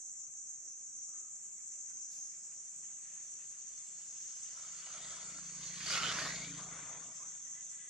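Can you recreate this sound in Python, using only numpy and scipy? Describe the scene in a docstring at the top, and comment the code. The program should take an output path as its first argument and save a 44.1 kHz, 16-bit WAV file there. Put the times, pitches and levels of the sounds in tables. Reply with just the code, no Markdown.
"""Insects chirr in the trees around a group of macaques: two fluttering bands of noise.
A slow breeze rustles the leaves (soft noise), with brushes (short swishes); a faint call sounds far off.
A small motorbike passes from right to left: harmonics and puffs of its firings for the exhaust,
roar and hiss noise swept by resonances and an echo, over a plain low rumble, and bursts for stones.
A thin squeal, a wavering sine with a hoarse edge, comes at the end, over a faint outdoor floor."""
import sys
import numpy as np
from scipy import signal
from scipy.fft import rfft, irfft
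from scipy.io import wavfile

SR = 44100
rng = np.random.default_rng(int(sys.argv[2]) if len(sys.argv) > 2 else 0)


def transcribe(u):
    """Save the signal u as a 16-bit wav file named by the first command-line argument.

    u: samples, shape (n,) or (channels, n), limited to [-1, 1]; the rate is SR.
    q: integer samples, one column per channel.
    """
    v = np.clip(np.atleast_2d(u).T, -1, 1)
    q = np.round(v * 32767).astype(np.int16)
    wavfile.write(sys.argv[1], SR, q)


N = 347949
NFFT, HOP = 1024, 256
TIME = np.arange(N) / SR
BINS_HZ = np.fft.rfftfreq(NFFT, 1 / SR)
F_HZ = BINS_HZ[:, None]
FRAMES_S = np.arange(N // HOP + 5) * HOP / SR

# Spectra [f/Hz, relative density/dB per Hz]; noise() sets the level
# lower and higher singers
LOW_CHIRR_TONE = [(4700, -53), (5150, -27.5), (5500, -15.5), (5850, -3.5), (6250, 2), (6650, 1.5),
                  (7000, -4), (7500, -26), (8500, -58)]
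HIGH_CHIRR_TONE = [(5500, -39.5), (6500, -5), (7050, 1.5), (7650, -0.5), (8150, -7), (8700, -13.5),
                   (9300, -33), (15500, -49)]
# still air and distant traffic
AIR_TONE = [(30, -16), (60, -12), (140, 3.5), (280, -7), (410, -1.5), (480, -19.5), (630, -1.5),
            (860, -13.5), (1250, -8), (2500, -9.5), (3800, -29), (9000, -55)]
# three parts of the rolling sound
RUMBLE_TONE = [(30, -43), (60, -21), (130, 3), (280, -4.5), (360, -6), (450, 0.5), (530, -3.5), (650, 4.5),
               (830, -3), (1000, 2.5), (1250, 0), (2000, -54)]
ROAR_TONE = [(600, -20.5), (880, -19), (1100, -3.5), (1340, -3), (1700, -4), (1920, -2.5), (2250, -2),
             (2750, -13.5), (3600, -72)]
HISS_TONE = [(1700, -9.5), (2800, -2.5), (3200, -2), (3600, 1.5), (3950, -3.5), (4350, 3.5), (5300, 1),
             (6800, -0.5), (8000, -10), (9200, -17), (11000, -21), (15500, -51)]

# likeness of two close microphones in sound from all around [f/Hz, likeness/0-1]
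LIKENESS = [(300, 1), (550, 0.99), (1000, 0.89), (2000, 0.72), (4000, 0.75), (6500, 0.12), (9000, 0)]

# chorus swells, before band trims [t/s, lower singers/dB, higher singers/dB, left minus right/dB]
CHORUS_SWELLS = [(0, -53, -55.0, -2), (0.22, -50, -56.5, 2), (0.33, -54, -58.5, 0.5), (0.48, -49.5, -55, 0),
                 (0.66, -51.5, -59, -1), (1.08, -50, -55.5, 0), (1.5, -55.5, -53.5, 0.5),
                 (1.86, -50.5, -56, 0), (2.22, -48, -57, 0.5), (2.38, -54, -56.0, -0.5),
                 (3.24, -52.0, -55.5, 0.5), (4.09, -54, -56.5, 0.5), (4.2, -50, -56, 0.5),
                 (4.9, -51.5, -55, -0.5), (5.15, -52, -54.5, 1.5), (5.65, -49.5, -56.0, -0.5),
                 (6.9, -51.5, -57, 2), (7.6, -50, -57.5, -0.5), (7.88, -55.5, -57, 0.5)]
# phase by which the left microphone leads in the chorus [f/Hz, lead/rad]
CHORUS_LEAD = [(4570, 0.59), (5510, 0.62), (8440, 2.18)]
# flares of the chorus, before the rise and decay [t/s, extra level/dB]
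FLARES = [(2.761, 4.5), (3.47, 2.5), (7.531, 3), (7.697, 5.5)]
FLARE_RISE_S, FLARE_DECAY_S = 0.0027, 0.033

RUSTLE_PEAK_S, RUSTLE_SPAN_S = 2.84, 2  # the rustle is strongest around here
CALL_START_S, CALL_LENGTH_S, CALL_HZ, CALL_DB = 1.07, 0.26, 1235, -77.5
# brushes through dry leaves, level before the envelope
# [t/s, level/dB, rise/s, decay/s, centre f/Hz, width/octaves]
BRUSHES = [(1.135, -67.5, 0.021, 0.045, 1560, 0.6), (2.105, -59, 0.0094, 0.1, 6270, 0.54),
           (3.0, -64.5, 0.053, 0.15, 2090, 0.69)]
# swells of the deeper singer [middle t/s, half length/s, level/dB]
DEEP_SWELLS = [(2.272, 0.42, -66.5), (4.4, 0.63, -64.5), (7.162, 0.07, -64)]
DEEP_HZ, DEEP_HALF_WIDTH_HZ = 5500, 480

# engine [t/s, firing rate/Hz]
FIRING = [(0, 29.84), (4.9, 29.25), (6.1, 28.57), (6.7, 27.95), (7.9, 27.5)]
# exhaust partials, before their wavering [multiple of firing rate, relative level/dB]
EXHAUST_NOTE = [(2, -8.5), (4, -10), (5, -1), (6, 3), (7, -7), (8, -13), (10, -6.5), (11, -12.5)]
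# straight line at even speed
PASS_S, NEAREST_M, SPEED_M_PER_S = 6.15, 1.893, 8.86
# the pipe points backwards: its swell is later and broader
EXHAUST_LATE_S, EXHAUST_NEAREST_M = 0.12, 2.86
FAR_FROM_S, FAR_DB = 2, -84.5  # the putter's floor level rises to this from far down the road
# in the open between these times, among trees before and after
OPEN_FROM_S, OPEN_UNTIL_S, EDGE_S = 4.9, 6.89, 0.17
# left minus right
COMING_DB, GOING_DB, CROSS_S, CROSS_WIDTH_S = -3.5, 6, 6.466, 0.25
COMING_DELAY_S = 0.00003  # the right microphone hears it first as it comes
# ground under the tyres, rough (+) or smooth (-)
# [middle t/s, half length/s, roar change/dB, hiss change/dB, rumble change/dB]
STRETCHES = [(4.627, 0.091, 5, 0.5, 7), (5.042, 0.26, 7.5, 5, 8.5), (5.513, 0.19, -3, -3, -6.5),
             (5.65, 0.039, -1, 6, 1), (5.783, 0.072, -1.5, 1.5, -12), (5.925, 0.097, 9.5, 11, 6.5),
             (6.062, 0.053, 5, 3, 7), (6.22, 0.1, 6.5, 4.5, 7.5), (6.522, 0.056, -1, -5.5, -11),
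             (6.668, 0.04, -6.5, -3, 4), (6.802, 0.17, 11, -0.5, 6.5), (6.971, 0.083, 2.5, -2.5, 10),
             (7.092, 0.046, -1.5, -4, 8.5), (7.223, 0.12, 4, -4, 3), (7.502, 0.13, -0.5, -7.5, 0)]
# first peak of the echo off the ground, and a resonance there [t/s, f/Hz, resonance height/dB]
ECHO_SWEEP = [(4.3, 1320, -1.5), (4.6, 1310, 6), (4.95, 1304, 8.5), (5.4, 1330, 5), (5.7, 1330, -10),
              (5.9, 1350, 3), (6.04, 1360, 11), (6.21, 1540, 2), (6.33, 2030, 4.5), (6.45, 2250, 14),
              (6.54, 2540, 5), (6.62, 1350, 5), (6.78, 1360, 3.5), (7.08, 900, -6), (7.2, 1000, 17),
              (7.27, 1400, 4)]
ECHO_GAIN, ECHO_PEAK_S, ECHO_SPAN_S = 0.4, 6.24, 0.1
# upper resonance of the tyres, a dip where negative [t/s, centre f/Hz, height/dB]
UPPER_SWEEP = [(4.8, 2960, 4), (5.08, 3380, 7), (5.35, 2800, 1), (5.68, 3320, 0), (5.92, 2720, 5),
               (6.02, 2800, 10), (6.08, 3230, 10.5), (6.15, 3230, 2), (6.33, 3200, -3), (6.45, 3640, 9.5),
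               (6.65, 3540, 2.5)]
# the finest fizz is thrown forwards and drops once the bike has gone by
FIZZ_HZ, FIZZ_UNTIL_S, FIZZ_FADE_S = 3730, 6.65, 0.17
# stones and bumps, level before envelope and dulling [t/s, level/dB, decay/s, centre f/Hz]
STONES = [(4.87, -62, 0.038, 770), (5.386, -50, 0.0024, 1100), (5.803, -46, 0.013, 2000),
          (6.034, -27, 0.001, 2200), (6.078, -34, 0.0014, 2000), (6.186, -39, 0.012, 1540),
          (6.357, -37.5, 0.0046, 4000), (6.443, -47.5, 0.0068, 3200), (6.588, -53.5, 0.035, 1120)]

# notes of the squeal [start t/s, length/s, pitch f/Hz, whistle level/dB]
SQUEALS = [(7.425, 0.11, 1925, -73.5), (7.516, 0.13, 2015, -68.5), (7.704, 0.07, 1983, -66.5),
           (7.758, 0.17, 1990, -69)]
SQUEAL_RISE_S, SQUEAL_FALL_S = 0.039, 0.05
BAND_LIMIT_HZ = 15700


def gain_of(db):
    """Decibels to gain."""
    return 10 ** (np.asarray(db) / 20)


def evened(x):
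    """Scales to an rms of 1."""
    return x / np.sqrt(np.mean(x ** 2) + 1e-20)


def read(points, hz):
    """A curve over frequency, joined on a log-frequency axis."""
    f, value = np.transpose(points)
    return np.interp(np.log(hz + 1), np.log(f + 1), value)


def follow(rows, t=TIME):
    """The columns of a curve at the times t."""
    s, *columns = np.transpose(sorted(rows))
    return [np.interp(t, s, c) for c in columns]


def turned(x, width, t=TIME):
    """A smooth step from 0 to 1 where t passes x."""
    return (1 + np.tanh((t - x) / width)) / 2


def wander(slow_hz, fast_hz, t=TIME):
    """Random drift, rms 1: sines at 24 rates with random phases."""
    rates_hz = np.geomspace(slow_hz, fast_hz, num=24)
    return evened(sum(np.sin(2 * np.pi * (f * t + rng.random())) for f in rates_hz))


def patches(span_s, span_hz):
    """A smooth random field over frequency and time, rms 1."""
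    field = rng.standard_normal((len(BINS_HZ), len(FRAMES_S)))
    for axis, (span, step) in enumerate([(span_hz, BINS_HZ[1]), (span_s, FRAMES_S[1])]):
        size = field.shape[axis]
        blur = np.exp(-(np.fft.rfftfreq(size, step) * span) ** 2)
        spectrum = rfft(field, axis=axis) * np.expand_dims(blur, 1 - axis)
        field = irfft(spectrum, size, axis=axis)
    return evened(field)


def noise(colour_db, likeness=None, lead_rad=0):
    """Coloured noise at two close microphones, partly alike; the left leads by lead_rad."""
    a, b, c, d = rng.standard_normal((4, len(BINS_HZ), len(FRAMES_S)))
    same = np.clip(read(LIKENESS, F_HZ) if likeness is None else likeness, -1, 1)
    left = a + 1j * b
    right = same * left + np.sqrt(1 - same ** 2) * (c + 1j * d)
    right = right * np.exp(-1j * lead_rad)
    spectra = np.array([left, right]) * gain_of(colour_db)
    pair = signal.istft(spectra, nperseg=NFFT, noverlap=NFFT - HOP)[1][:, :N]
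    return pair / np.std(pair.mean(0))


def tone(points):
    """A spectrum as a column of dB, falling a further 20 dB per octave beyond its ends."""
    hz = BINS_HZ + 1
    octaves_out = abs(np.log2(hz / np.clip(hz, points[0][0], points[-1][0])))
    return (read(points, BINS_HZ) - 20 * octaves_out)[:, None]


def placed(x, balance_db):
    """Leans a sound left (+) or right (-), keeping the mean of the two gains."""
    sides = gain_of(np.array([balance_db, -balance_db]).reshape(2, -1) / 2)
    return x * sides / sides.mean(0)


def add(mix, s, sound):
    """Mixes a sound in at a time."""
    part = mix[:, round(s * SR):][:, :sound.shape[1]]
    part += sound[:, :part.shape[1]]


def burst(db, rise_s, decay_s, hz, octaves):
    """A swish of noise around one frequency that rises quickly and dies away."""
    age_s = np.arange(SR) / SR
    bins_hz = np.fft.rfftfreq(SR, 1 / SR)
    left, other = rfft(rng.standard_normal((2, SR)))
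    same = np.clip(read(LIKENESS, bins_hz), -1, 1)
    right = same * left + np.sqrt(1 - same ** 2) * other
    colour = (1 + (np.log2((bins_hz + 1) / hz) / octaves) ** 2 / 2) ** -2
    pair = irfft(np.array([left, right]) * colour, SR)
    envelope = (1 - np.exp(-age_s / rise_s)) * np.exp(-age_s / decay_s)
    return pair / np.std(pair.mean(0)) * gain_of(db) * envelope


def insects(side_db=0.5, patchy_db=1.5, rasp_db=0.5, flutter_db=0.86, low_db=-0.5, high_db=1.57):
    """Countless overlapping buzzes merge into two noise bands, each fluttering on its own."""
    lower_db, higher_db, balance_db = follow(CHORUS_SWELLS)
    flare_db = sum(db * turned(s, FLARE_RISE_S) * np.exp(-abs(TIME - s) / FLARE_DECAY_S)
                   for s, db in FLARES)
    lead_rad = read(CHORUS_LEAD, F_HZ)
    bands = [(LOW_CHIRR_TONE, lower_db + low_db), (HIGH_CHIRR_TONE, higher_db + high_db)]
    out = 0
    for colour, level_db in bands:
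        colour_db = tone(colour) + patchy_db * patches(span_s=0.09, span_hz=680)
        band = noise(colour_db, likeness=0.4, lead_rad=lead_rad)
        flutter = flutter_db * wander(slow_hz=3.2, fast_hz=26.9)
        out += band * gain_of(level_db + flare_db + flutter)
    sides_db = side_db * np.array([wander(slow_hz=5.3, fast_hz=7.9) for side in range(2)])
    rasp = rasp_db * wander(slow_hz=30.8, fast_hz=216.0)
    return placed(out, balance_db) * gain_of(sides_db + rasp)


def air(level_db=-77.5, patchy_db=2.5):
    """Still air and distant traffic: a faint, drifting noise floor."""
    return gain_of(level_db) * noise(tone(AIR_TONE) + patchy_db * patches(span_s=0.064, span_hz=315))


def rustle(level_db=-78, uneven_db=3.0, patchy_db=3.0):
    """A slow breeze rustles the leaves: soft, unbroken, uneven noise."""
    colour_db = tone([(800, -9.5), (1800, -2.5), (2600, -2.5), (3600, -16.5)])
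    foliage = noise(colour_db + patchy_db * patches(span_s=0.1, span_hz=910))
    swell = np.exp(-((TIME - RUSTLE_PEAK_S) / RUSTLE_SPAN_S) ** 2)
    return foliage * gain_of(level_db + uneven_db * wander(slow_hz=3, fast_hz=16)) * swell


def far_call(half_width_hz=60):
    """A faint, hoarse call far off: narrow noise at one pitch under an arch."""
    arch = np.sqrt(abs(np.sin(np.pi * np.clip((TIME - CALL_START_S) / CALL_LENGTH_S, 0, 1))))
    colour_db = -20 * np.log10(1 + ((F_HZ - CALL_HZ) / half_width_hz) ** 2)
    return gain_of(CALL_DB) * arch * noise(colour_db)


def leaves(crackle_db=1.0):
    """Each brush is a quick, grainy swish of noise that dies away."""
    out = np.zeros((2, N))
    for s, *shape in BRUSHES:
        add(out, s, burst(*shape))
    return out * gain_of(crackle_db * wander(slow_hz=27.8, fast_hz=302))


def deep_singer():
    """One deeper insect joins in for a few swells: a narrow band of noise."""
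    level = sum(gain_of(db) * np.exp(-((TIME - s) / half_s) ** 2) for s, half_s, db in DEEP_SWELLS)
    colour_db = -20 * np.log10(1 + ((F_HZ - DEEP_HZ) / DEEP_HALF_WIDTH_HZ) ** 4)
    return noise(colour_db, likeness=0.5) * level


def passing(top_db, spread_db, absorb_db_per_m, screen_db, late_s=0, nearest_m=NEAREST_M):
    """Level/dB: falls spread_db per tenfold distance, absorb_db_per_m, and screen_db among trees."""
    metres = np.hypot(nearest_m, SPEED_M_PER_S * (TIME - PASS_S - late_s))
    in_open = turned(OPEN_FROM_S, EDGE_S) - turned(OPEN_UNTIL_S, EDGE_S)
    spread = spread_db * np.log10(metres / nearest_m)
    # a negative screen_db makes the part louder outside the open stretch
    return top_db - spread - absorb_db_per_m * metres - screen_db * (1 - in_open)


def exhaust(turns, unsteady=0.12, scatter_rad=0.22, puff_db=-9, lag_rad=0.044, waver_db=1,
            bark_ahead_db=-4, bark_behind_db=1, bark_waver_db=3):
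    """One cylinder: each firing rings the silencer (partials) and puffs out gas (pulsed noise)."""
    level_db = passing(top_db=-52.5, spread_db=16.0, absorb_db_per_m=0.53, screen_db=10.0,
                       late_s=EXHAUST_LATE_S, nearest_m=EXHAUST_NEAREST_M)
    level_db = np.maximum(level_db, FAR_DB - 10 * (1 - turned(FAR_FROM_S, EDGE_S)))
    # the top partials come and go, and are strongest once the pipe faces the listener
    facing = turned(PASS_S, 0.081, FRAMES_S)
    bark_db = bark_ahead_db + (bark_behind_db - bark_ahead_db) * facing
    bark_db = bark_db + bark_waver_db * wander(1.4, 6, FRAMES_S)
    note = 0
    for k, db in EXHAUST_NOTE:
        # the pipe delays the upper partials; scattering makes each waver
        scatter = scatter_rad * np.interp(TIME, FRAMES_S, wander(1.6, 24, FRAMES_S))
        phase = 2 * np.pi * k * turns - lag_rad * k ** 2 + scatter
        drift_db = waver_db * wander(1.1, 5, FRAMES_S) + bark_db * (k >= 10)
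        note += gain_of(db + np.interp(TIME, FRAMES_S, drift_db)) * np.cos(phase)
    note = evened(note) * (1 + unsteady * wander(slow_hz=3, fast_hz=18))
    gas = noise(tone([(35, -43), (70, -17), (160, -1.5), (230, 4), (320, -4.5), (500, -3.0), (1000, -26)]))
    puffs = gas * evened(3.2 + np.cos(2 * np.pi * turns))
    return gain_of(level_db) * (note + gain_of(puff_db) * puffs)


def rough_ground():
    """Change in roar, hiss and rumble (dB) as the tyres cross each stretch."""
    return sum(np.outer(extra_db, np.exp(-((TIME - s) / half_s) ** 2))
               for s, half_s, *extra_db in STRETCHES)


def ring(rows, octaves, flank=0.1):
    """A moving resonance with darker flanks, as dB over frequency and time."""
    hz, height_db = follow(rows, FRAMES_S)
    away = np.log2((F_HZ + 1) / hz) / octaves
    return height_db * ((1 + flank) * np.exp(-away ** 2) - flank * np.exp(-(away / 2) ** 2 / 2))


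def ground_echo():
    """Comb/dB of a delayed copy whose first peak sweeps, strongest just after the pass."""
    peak_hz = follow(ECHO_SWEEP, FRAMES_S)[0]
    echo = ECHO_GAIN / (1 + ((FRAMES_S - ECHO_PEAK_S) / ECHO_SPAN_S) ** 2)
    return 20 * np.log10(abs(1 + echo * np.exp(-2j * np.pi * F_HZ / peak_hz)))


def grit(per_s=150, size=0.4, decay_s=0.0017):
    """Gain of a scratchy roll: each grain under the tyres makes it leap for an instant."""
    grains = size * rng.exponential(1, N) * (rng.random(N) < per_s / SR)
    leaps = signal.lfilter([1], [1, -np.exp(-1 / (decay_s * SR))], np.tanh(grains))
    return evened(1 + leaps)


def rolling(turns, fine_db=3.0, grain_db=1.56, clatter=0.023, fizz_lean=0.082,
            roar_rear_db=-7.0, hiss_rear_db=-3, fizz_ahead_db=1.0, fizz_behind_db=-6):
    """Tyres and chassis: roar and hiss noise swept by resonances and an echo, over a plain low rumble."""
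    behind = turned(CROSS_S, CROSS_WIDTH_S)  # 0 coming, 1 going away
    balance_db = COMING_DB + (GOING_DB - COMING_DB) * behind
    roar_db, hiss_db, rumble_db = rough_ground()
    roar_db = roar_db + roar_rear_db * behind + passing(
        top_db=-48.5, spread_db=21.0, absorb_db_per_m=0.44, screen_db=-2.0)
    hiss_db = hiss_db + hiss_rear_db * behind + passing(
        top_db=-45.5, spread_db=20.0, absorb_db_per_m=0.4, screen_db=-4.0)
    rumble_db = rumble_db + passing(
        top_db=-56.0, spread_db=21.5, absorb_db_per_m=0.05, screen_db=3.5)
    comb_db = ground_echo()
    # the tread sings in brief narrow streaks, and grit roughens it
    streaks_db = fine_db * patches(span_s=0.082, span_hz=61.3)
    field_db = streaks_db + grain_db * patches(span_s=0.028, span_hz=623)
    fizz_gone = turned(FIZZ_UNTIL_S, FIZZ_FADE_S, FRAMES_S)
    fizz_db = fizz_ahead_db + (fizz_behind_db - fizz_ahead_db) * fizz_gone
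    fizz_db = fizz_db * turned(FIZZ_HZ, 200, F_HZ)
    coming = 1 - np.interp(FRAMES_S, TIME, behind)
    lead_rad = -2 * np.pi * F_HZ * COMING_DELAY_S * coming

    roar_colour_db = tone(ROAR_TONE) + field_db + comb_db + ring(ECHO_SWEEP, octaves=0.12)
    roar = noise(roar_colour_db, lead_rad=lead_rad) * gain_of(roar_db)
    # rough ground scatters the treble, so its comb is shallower
    hiss_colour_db = tone(HISS_TONE) + field_db + 0.49 * comb_db
    hiss_colour_db = hiss_colour_db + ring(UPPER_SWEEP, octaves=0.24) + fizz_db
    hiss = noise(hiss_colour_db, lead_rad=lead_rad) * gain_of(hiss_db)
    hiss_body = signal.sosfiltfilt(signal.butter(4, FIZZ_HZ, fs=SR, output="sos"), hiss)
    fizz = hiss - hiss_body
    rumble = noise(tone(RUMBLE_TONE) + 0.92 * field_db) * gain_of(rumble_db)
    beat = 1 + clatter * np.cos(2 * np.pi * turns)  # the frame shakes with each firing
    out = placed(roar + hiss_body, balance_db) + placed(fizz, fizz_lean * balance_db) + rumble
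    return out * beat * grit()


def stones(rise_s=0.00065, octaves=0.55, dull_hz=7000):
    """Grit snaps under the tyres and bumps knock the frame: low-passed bursts of noise."""
    out = np.zeros((2, N))
    for s, db, decay_s, hz in STONES:
        add(out, s, burst(db, rise_s, decay_s, hz, octaves))
    return signal.sosfilt(signal.butter(2, dull_hz, fs=SR, output="sos"), out)


def motorbike():
    """Exhaust, rolling and stones; the firing rate sinks a little through the pass."""
    turns = np.cumsum(follow(FIRING)[0]) / SR  # firings so far
    return exhaust(turns) + rolling(turns) + stones()


def squeal(jitter=0.0059, rasp_db=-1, balance_db=7, waver_db=2):
    """A thin, wavering whistle (jittered sine) with a hoarse noise edge, swelling in short notes."""
    hz, = follow([(s + length_s / 2, pitch_hz) for s, length_s, pitch_hz, db in SQUEALS])
    level = 0
    for s, length_s, pitch_hz, db in SQUEALS:
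        rise = (TIME - s) / SQUEAL_RISE_S
        fall = (s + length_s - TIME) / SQUEAL_FALL_S
        level = level + gain_of(db) * np.clip(np.minimum(rise, fall), 0, 1)
    turns = np.cumsum(hz * (1 + jitter * wander(slow_hz=18, fast_hz=159))) / SR
    waver = gain_of(waver_db * wander(slow_hz=15, fast_hz=71.4))
    whistle = evened(np.sin(2 * np.pi * turns) * waver)
    rasp = noise(tone([(1000, -57), (1650, 2.0), (2050, -2), (2500, -7),
                       (3350, -3), (4200, -20), (7000, -56.5)]))
    return placed((whistle + gain_of(rasp_db) * rasp) * level, balance_db)


def scene():
    """All sources at the two microphones."""
    return insects() + air() + rustle() + far_call() + leaves() + deep_singer() + motorbike() + squeal()


def record(dry):
    """The recorder's band limit: a linear-phase low-pass."""
    lowpass = signal.firwin(511, BAND_LIMIT_HZ, window=("kaiser", 9), fs=SR)
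    return signal.oaconvolve(dry, lowpass[None], "same")


dry = scene()
out = record(dry)
transcribe(out)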